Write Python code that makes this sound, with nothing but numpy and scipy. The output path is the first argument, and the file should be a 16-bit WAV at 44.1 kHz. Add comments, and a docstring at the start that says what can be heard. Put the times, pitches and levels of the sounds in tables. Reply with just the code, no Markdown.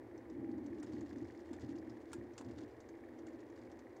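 """Inside a bus on an uneven road. From the start a diesel hums and knocks under steady tyre and air noise.
Within half a second the road roughens: the body booms and jolts, the trim chatters, loose fittings tick.
After a short lull comes a second rough patch, and just past two seconds a loose panel twice clacks sharply.
For the last second or so the boom settles and the ticks carry on, the engine now a touch slower."""
import sys
import numpy as np
from scipy import signal
from scipy.fft import rfft, irfft
from scipy.io import wavfile
from scipy.ndimage import uniform_filter1d

SR = 44100
rng = np.random.default_rng(int(sys.argv[2]) if len(sys.argv) > 2 else 0)


def unload_audio(sound):
    """Save the sound as a 16-bit wav file, at the path given as the first command line argument."""
    columns = np.transpose(np.atleast_2d(sound))
    # keep every value between -1 and 1, then stretch to whole-number steps
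    steps = np.round(np.clip(columns, -1, 1) * 32767)
    wavfile.write(sys.argv[1], SR, steps.astype(np.int16))


N = 176400
TIME = np.arange(N) / SR

# tyre and air bed: frequency_hz, relative_db
ROLLING_COLOUR = [(20, -35), (40, -15.5), (72, -5), (115, -10), (160, -42), (200, -17), (260, -4),
                  (340, 6.5), (400, 2.5), (530, 0), (700, -7.5), (800, -7.5), (1000, -11.5), (1350, -20),
                  (1900, -15), (2300, -22), (2700, -31.5), (4500, -37), (7000, -41), (9000, -44),
                  (16000, -46.5)]
# crankshaft speed: time_s, turns_per_s
ENGINE_SPEED = [(0, 21.02), (1.45, 21.03), (1.75, 20.8), (3.25, 20.43), (4, 20.46)]
# partials of the engine hum: cycles_per_turn
HUM_ORDERS = [3, 4, 5.5, 12, 15, 16, 16.5, 38.5]
# balance of those partials: level_db
HUM_LEVELS = [-86, -71.5, -75, -64.5, -69, -61, -60.5, -77.5]
# diesel knocks in each turn: position_turns, level_db
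KNOCKS = [(0.349, -60.5), (0.761, -72.5)]
# how hard the engine knocks: time_s, gain_db
KNOCK_FORCE = [(0, 0), (.4, -1.5), (.7, 2), (1.3, 2), (1.9, 0.5), (2.7, -1.5), (2.9, 2), (3.45, 0),
               (3.8, 4), (4, -1)]
# grit in the knock: frequency_hz, relative_db
KNOCK_COLOUR = [(900, -25), (1400, -4), (1750, 11.5), (1950, -3.5), (2250, 8.5), (2600, -48), (4000, -27)]
# ring of the engine block: pitch_hz, relative_db
BLOCK_MODES = [(1760, -4), (1905, -2), (2150, -6.5)]
# swells of the trim chatter: time_s, level_db
CHATTER_LEVEL = [(0, -89), (.6, -85.5), (.78, -78), (.9, -73.5), (1.2, -76), (1.47, -77), (1.56, -75),
                 (1.65, -70), (1.76, -76), (1.85, -81), (2.05, -76), (2.18, -77), (2.28, -84.5),
                 (2.46, -75.5), (2.62, -70), (2.74, -83), (3.05, -84.5), (3.3, -80), (3.45, -81.5),
                 (3.63, -77.5), (3.85, -85.5), (4, -82)]
# tone of the trim contacts: frequency_hz, relative_db
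CHATTER_COLOUR = [(600, -7), (1500, 6), (2600, -2.5), (3400, 0.5), (4600, -5.5), (5800, -4), (7400, -4),
                  (8600, -8.5), (10500, -16), (16000, -42)]
# ring of the trim: pitch_hz, width_hz, relative_db
TRIM_MODES = [(2806, 130, -15), (3900, 32, -30.5), (4440, 190, -14.5), (4970, 55, -14.5), (5800, 69, -19),
              (6750, 280, -22.5)]
# ticks of loose fittings: start_s, level_db, pitch_hz
TICKS = [(0.176, -61, 6040), (0.2988, -61, 6060), (0.5136, -65, 4800), (0.5794, -66.5, 4900),
         (0.661, -57.5, 6000), (0.798, -60.5, 6000), (0.863, -63, 5200), (.875, -71, 6500),
         (0.9235, -65, 5800), (.933, -60, 4500), (.959, -70, 6500), (1.008, -55.5, 7050),
         (1.0795, -71, 4370), (1.092, -61, 4600), (1.102, -67, 5000), (1.138, -75, 5500),
         (1.182, -60.5, 6040), (1.2135, -71, 7000), (1.245, -64, 4950), (1.3184, -69, 4800),
         (1.374, -64.5, 4970), (1.4002, -66, 5560), (1.511, -70, 6200), (1.595, -65, 6100),
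         (1.607, -61, 6860), (1.619, -64, 5000), (1.662, -69, 5030), (1.687, -69, 6300), (1.7, -68, 4600),
         (1.712, -72, 5500), (1.76, -63, 6200), (1.7825, -61, 4900), (1.8966, -59.5, 5150),
         (2.334, -63.5, 5700), (2.367, -74, 6340), (2.446, -60.5, 4940), (2.514, -66, 5000),
         (2.585, -57, 4540), (2.803, -58, 6600), (2.888, -58, 6300), (3.187, -63, 6000), (3.285, -65, 6940),
         (3.3293, -67, 6000), (3.403, -64, 6800), (3.499, -65, 6440), (3.5618, -67, 4770),
         (3.584, -68, 6000), (3.615, -65, 4500), (3.7155, -59.5, 5600), (3.7907, -58.5, 6200),
         (3.964, -62.5, 6300)]
# tone shared by the ticks: frequency_hz, relative_db
TICK_COLOUR = [(800, 15), (2500, -3), (4500, 3.5), (7400, 1.5), (9000, -13), (12000, -21.5), (16000, -27)]
# loose panel hits: start_s, level_db, decay_s, top_gain_db, body_gain_db, ring_gain_db
CLACKS = [(0.8288, -55, 0.0085, -27, -0.5, -2), (1.531, -54, 0.0051, -20, 2, -16),
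          (2.118, -58.5, 0.0034, 2, 0, -16), (2.1316, -46, 0.0047, 9, -12, 0.5),
          (2.3788, -49, 0.0099, -10, -3, -35), (2.4112, -59, 0.0024, 5, 11, -12),
          (3.2673, -59.5, .0045, -20, 3, -19)]
# crack of those hits: frequency_hz, relative_db
CLACK_COLOUR = [(300, -2), (900, 14.5), (1400, 9), (2200, 2.5), (4000, 0.5), (6000, -0.5), (7100, 4.5),
                (8600, -11), (9800, -15), (12500, -28), (16000, -26)]
# ring of the loose panel: pitch_hz, decay_s, relative_db
CLACK_MODES = [(899, 0.011, -8), (1392, 0.0062, -2.5), (1643, 0.014, -11), (2490, 0.0099, -17.5),
               (5330, 0.0051, -9), (5760, 0.0052, -19), (6880, 0.0033, -12), (8680, 0.005, -6.5)]
# bright ring of its frame: pitch_hz, width_hz, relative_db
FRAME_MODES = [(7080, 400, -22), (8150, 700, -21)]
# wheels meeting bumps: start_s, level_db, floor_gain_db
JOLTS = [(.318, -46, -10), (0.382, -48.5, 2), (0.542, -39.5, -9), (.642, -45, -14), (.832, -48.5, -14),
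         (.928, -38, -12), (0.983, -39, -1), (1.163, -41.5, -21), (1.215, -43, -4), (1.508, -41, -22),
         (1.626, -41.5, 1.5), (1.685, -38.5, -8), (1.717, -46.5, 0), (1.888, -49.5, 6), (2.181, -48, 5),
         (2.403, -46, -13), (2.462, -40, -1.5), (2.514, -46, -5), (2.566, -46.5, -11), (2.612, -50.5, -7)]
# knock of the body shell: pitch_hz, relative_db
SHELL_MODES = [(212, -7.5), (250, -1.5), (284, -3.5), (338, -5)]
# thump of the floor: pitch_hz, relative_db
FLOOR_MODES = [(84, -13), (116, -6), (134, -10.5)]
# swells of the suspension rumble: time_s, relative_db
RUMBLE_SWELL = [(0, -62.5), (.15, -65.5), (.42, -59), (.65, -58), (.85, -66), (1.02, -61), (1.25, -57),
                (1.48, -77), (1.64, -58), (1.8, -66), (2.08, -68.5), (2.2, -62), (2.35, -65), (2.55, -59.5),
                (2.8, -64), (3.35, -68), (3.52, -63.5), (4, -69.5)]
# weight of that rumble: frequency_hz, relative_db
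RUMBLE_COLOUR = [(20, -30), (42, -21), (58, -5), (76, 4.5), (92, 3.5), (118, 8.5), (140, -6), (164, -20),
                 (220, -49.5), (800, -90.5)]
# how hard the road shakes the body: time_s, level_db
ROAD_SHAKE = [(0, -57), (.09, -60.5), (.24, -54.5), (.35, -51.5), (.41, -47), (.5, -45.5), (.68, -49),
              (.78, -47.5), (.88, -49.5), (.96, -45.5), (1.04, -48.5), (1.08, -55), (1.14, -48.5),
              (1.21, -46.5), (1.26, -55), (1.47, -58), (1.55, -51), (1.6, -56), (1.65, -51.5),
              (1.71, -49.5), (1.84, -54), (1.91, -52.5), (2.09, -60.5), (2.15, -51), (2.25, -51),
              (2.33, -62), (2.44, -55.5), (2.49, -50), (2.54, -53.5), (2.63, -51.5), (2.71, -63.5),
              (3.25, -58), (4, -62)]
# boom of the cabin: frequency_hz, relative_db
BOOM_COLOUR = [(60, -55), (140, -27), (164, -30.5), (185, -14.5), (215, -5.5), (245, -2), (300, 3),
               (345, 3.5), (375, -10), (450, -23.5), (700, -31), (1500, -71.5), (5000, -100)]
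# droning body panels: pitch_hz, width_hz, relative_db
BODY_PANELS = [(115.5, 4.4, -18.5), (314.4, 4, -7), (337.6, 11, -6)]


def from_db(db):
    """Decibels to gain."""
    return 10 ** (np.asarray(db) / 20)


def unit_rms(x):
    """Scale to unit rms."""
    return x / np.sqrt(np.mean(x ** 2) + 1e-20)


def curve(rows):
    """Straight ramps between (time_s, value) points."""
    return np.interp(TIME, *np.transpose(rows))


def noise(colour):
    """Unit noise shaped by (frequency_hz, relative_db) points."""
    hz, db = np.transpose(colour)
    bins = np.maximum(np.fft.rfftfreq(N, 1 / SR), 1)
    gain = from_db(np.interp(np.log(bins), np.log(hz), db))
    return unit_rms(irfft(rfft(rng.standard_normal(N)) * gain, N))


def drift(rate_hz):
    """Random wander of unit rms, mostly slower than rate_hz."""
    bins = np.fft.rfftfreq(N, 1 / SR)
    return unit_rms(irfft(rfft(rng.standard_normal(N)) / (1 + (bins / rate_hz) ** 4), N))


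def butter(order, hz, kind="low"):
    """Butterworth filter sections."""
    return signal.butter(order, hz, kind, fs=SR, output="sos")


def resonate(x, hz, width_hz):
    """One resonance with unity gain at its peak."""
    r = np.exp(-np.pi * width_hz / SR)
    feedback = [1, -2 * r * np.cos(2 * np.pi * hz / SR), r * r]
    return signal.lfilter(np.array([1, 0, -1]) * (1 - r * r) / 2, feedback, x + 1e-18)


def levelled(x, samples):
    """Hold the slow level at 1, keeping the fast flutter."""
    return x / np.sqrt(uniform_filter1d(x * x, samples) + 1e-12)


def decays(clicks, decay_s):
    """Envelope of overlapping contacts, each dying away."""
    return np.sqrt(signal.lfilter([1], [1, -np.exp(-2 / (decay_s * SR))], clicks ** 2 + 1e-18))


def strike(start_s, rise_s, decay_s, tail_db=-19, tail_s=0.021):
    """Envelope of one hit, with the cabin's short tail."""
    age = np.maximum(TIME - start_s, 0)
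    tail = from_db(tail_db) * np.exp(-age / tail_s)
    return (1 - np.exp(-age / rise_s)) * (np.exp(-age / decay_s) + tail)


def with_ring(hits, grain, modes):
    """Hits plus the modes they excite, balanced against their source noise, grain."""
    return hits + sum(from_db(db) * resonate(hits, hz, width) / np.std(resonate(grain, hz, width))
                      for hz, width, db in modes)


def partials(modes):
    """Sines from (pitch_hz, level_db) rows, at random phases."""
    return sum(from_db(db) * np.sin(2 * np.pi * (hz * TIME + rng.random())) for hz, db in modes)


def tyres_and_air(level_db=-57.5):
    """Rolling tyres and passing air lay a steady bed of noise."""
    return from_db(level_db) * noise(ROLLING_COLOUR)


def engine_hum(turns, road_db, waver_db=4, road_share=0.33):
    """Wavering multiples of the crank speed, swelling a little with the road."""
    hum = np.zeros(N)
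    for order, db in zip(HUM_ORDERS, HUM_LEVELS):
        gain = from_db(db + waver_db * drift(rate_hz=2))
        phase = 2 * np.pi * (order * turns + rng.random()) + 0.34 * drift(rate_hz=4.7)
        hum += gain * np.sin(phase)
    return hum * from_db(road_share * (road_db - road_db.mean()))


def diesel_knock(turns, spread_db=2.2, wander_rad=3, grit_db=-5.5):
    """Two gritty knocks a turn, one strong, one weak, ring the engine block."""
    clicks = np.zeros(N)
    for position, db in KNOCKS:
        at = np.flatnonzero(np.diff(np.floor(turns - position)))
        clicks[at] += from_db(db + spread_db * rng.standard_normal(len(at)))
    block = sum(from_db(db) * np.sin(2 * np.pi * hz * TIME + wander_rad * drift(rate_hz=20))
                for hz, db in BLOCK_MODES)
    force = uniform_filter1d(decays(clicks, decay_s=0.0023), size=60) * from_db(curve(KNOCK_FORCE))
    return force * (block + from_db(grit_db) * noise(KNOCK_COLOUR))


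def trim_chatter(contacts_per_s=180, spread_db=3.5):
    """A spray of tiny, uneven contacts rings the interior trim."""
    touches = rng.random(N) < contacts_per_s / SR
    clicks = touches * from_db(spread_db * np.clip(rng.standard_normal(N), -2, 1.5))
    grain = noise(CHATTER_COLOUR)
    contacts = uniform_filter1d(decays(clicks, decay_s=0.005), size=130) * grain
    chatter = signal.sosfilt(butter(2, hz=7800), with_ring(contacts, grain, TRIM_MODES))
    return from_db(curve(CHATTER_LEVEL)) * levelled(chatter, samples=6000)


def fitting_ticks(ring_gain=1.8):
    """Each loose fitting spits a short burst, brightest at its own pitch."""
    grain = noise(TICK_COLOUR)
    ticks = np.zeros(N)
    for start_s, db, hz in TICKS:
        tone = unit_rms(grain + ring_gain * resonate(grain, hz, width_hz=500))
        ticks += from_db(db) * strike(start_s, rise_s=0.00088, decay_s=0.0053) * tone
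    return ticks


def panel_clacks(rise_s=0.0005, top_decay_s=0.0037):
    """A loose panel cracks against its frame; the freer it is after the blow, the more it rings."""
    grain = noise(CLACK_COLOUR)
    top = signal.sosfiltfilt(butter(6, hz=8400, kind="high"), grain)
    body = signal.sosfiltfilt(butter(2, hz=2200), grain)
    hits, blows = np.zeros(N), np.zeros(N)
    for start_s, db, decay_s, top_db, body_db, ring_db in CLACKS:
        crack = grain + (from_db(body_db) - 1) * body  # low shelf
        hits += from_db(db) * strike(start_s, rise_s, decay_s) * crack
        hits += from_db(db + top_db) * strike(start_s, rise_s, top_decay_s) * top
        blows[int(start_s * SR)] = from_db(db + ring_db)
    panel = sum(decays(blows, decay_s) * partials([(hz, db)]) for hz, decay_s, db in CLACK_MODES)
    return with_ring(hits, grain, FRAME_MODES) + panel


def suspension_rumble(gain_db=-3.5):
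    """The suspension adds a deep, heaving rumble."""
    return from_db(curve(RUMBLE_SWELL) + gain_db) * levelled(noise(RUMBLE_COLOUR), samples=5000)


def bump_jolts():
    """Each bump knocks the body shell and thumps the floor."""
    jolts = np.zeros(N)
    for start_s, db, floor_db in JOLTS:
        thud = partials(SHELL_MODES) + from_db(floor_db) * partials(FLOOR_MODES)
        jolts += from_db(db) * strike(start_s, rise_s=0.0058, decay_s=0.024) * thud
    return jolts


def body_boom(road_db):
    """The road shakes the cabin into a low boom and sets its panels droning."""
    boom = levelled(noise(BOOM_COLOUR), samples=3500)
    panels = sum(from_db(db) * levelled(resonate(rng.standard_normal(N), hz, width), samples=9000)
                 for hz, width, db in BODY_PANELS)
    drone = signal.sosfilt(butter(2, hz=[90, 420], kind="band"), panels)
    return from_db(road_db) * (boom + drone)


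def scene():
    """The mono mix from a window seat."""
    road_db = curve(ROAD_SHAKE)
    turns = np.cumsum(curve(ENGINE_SPEED)) / SR
    bed = tyres_and_air() + engine_hum(turns, road_db) + diesel_knock(turns)
    rattles = trim_chatter() + fitting_ticks() + panel_clacks()
    low_end = suspension_rumble() + bump_jolts() + body_boom(road_db)
    return (bed + rattles + low_end)[None]


def record(dry, hiss_db=-92, stop_hz=16400):
    """Faint hiss, then a steep cut of the very top."""
    hissy = dry + from_db(hiss_db) * rng.standard_normal(dry.shape)
    return signal.sosfilt(signal.cheby2(16, 60, stop_hz, fs=SR, output="sos"), hissy)


dry = scene()
out = record(dry)
unload_audio(out)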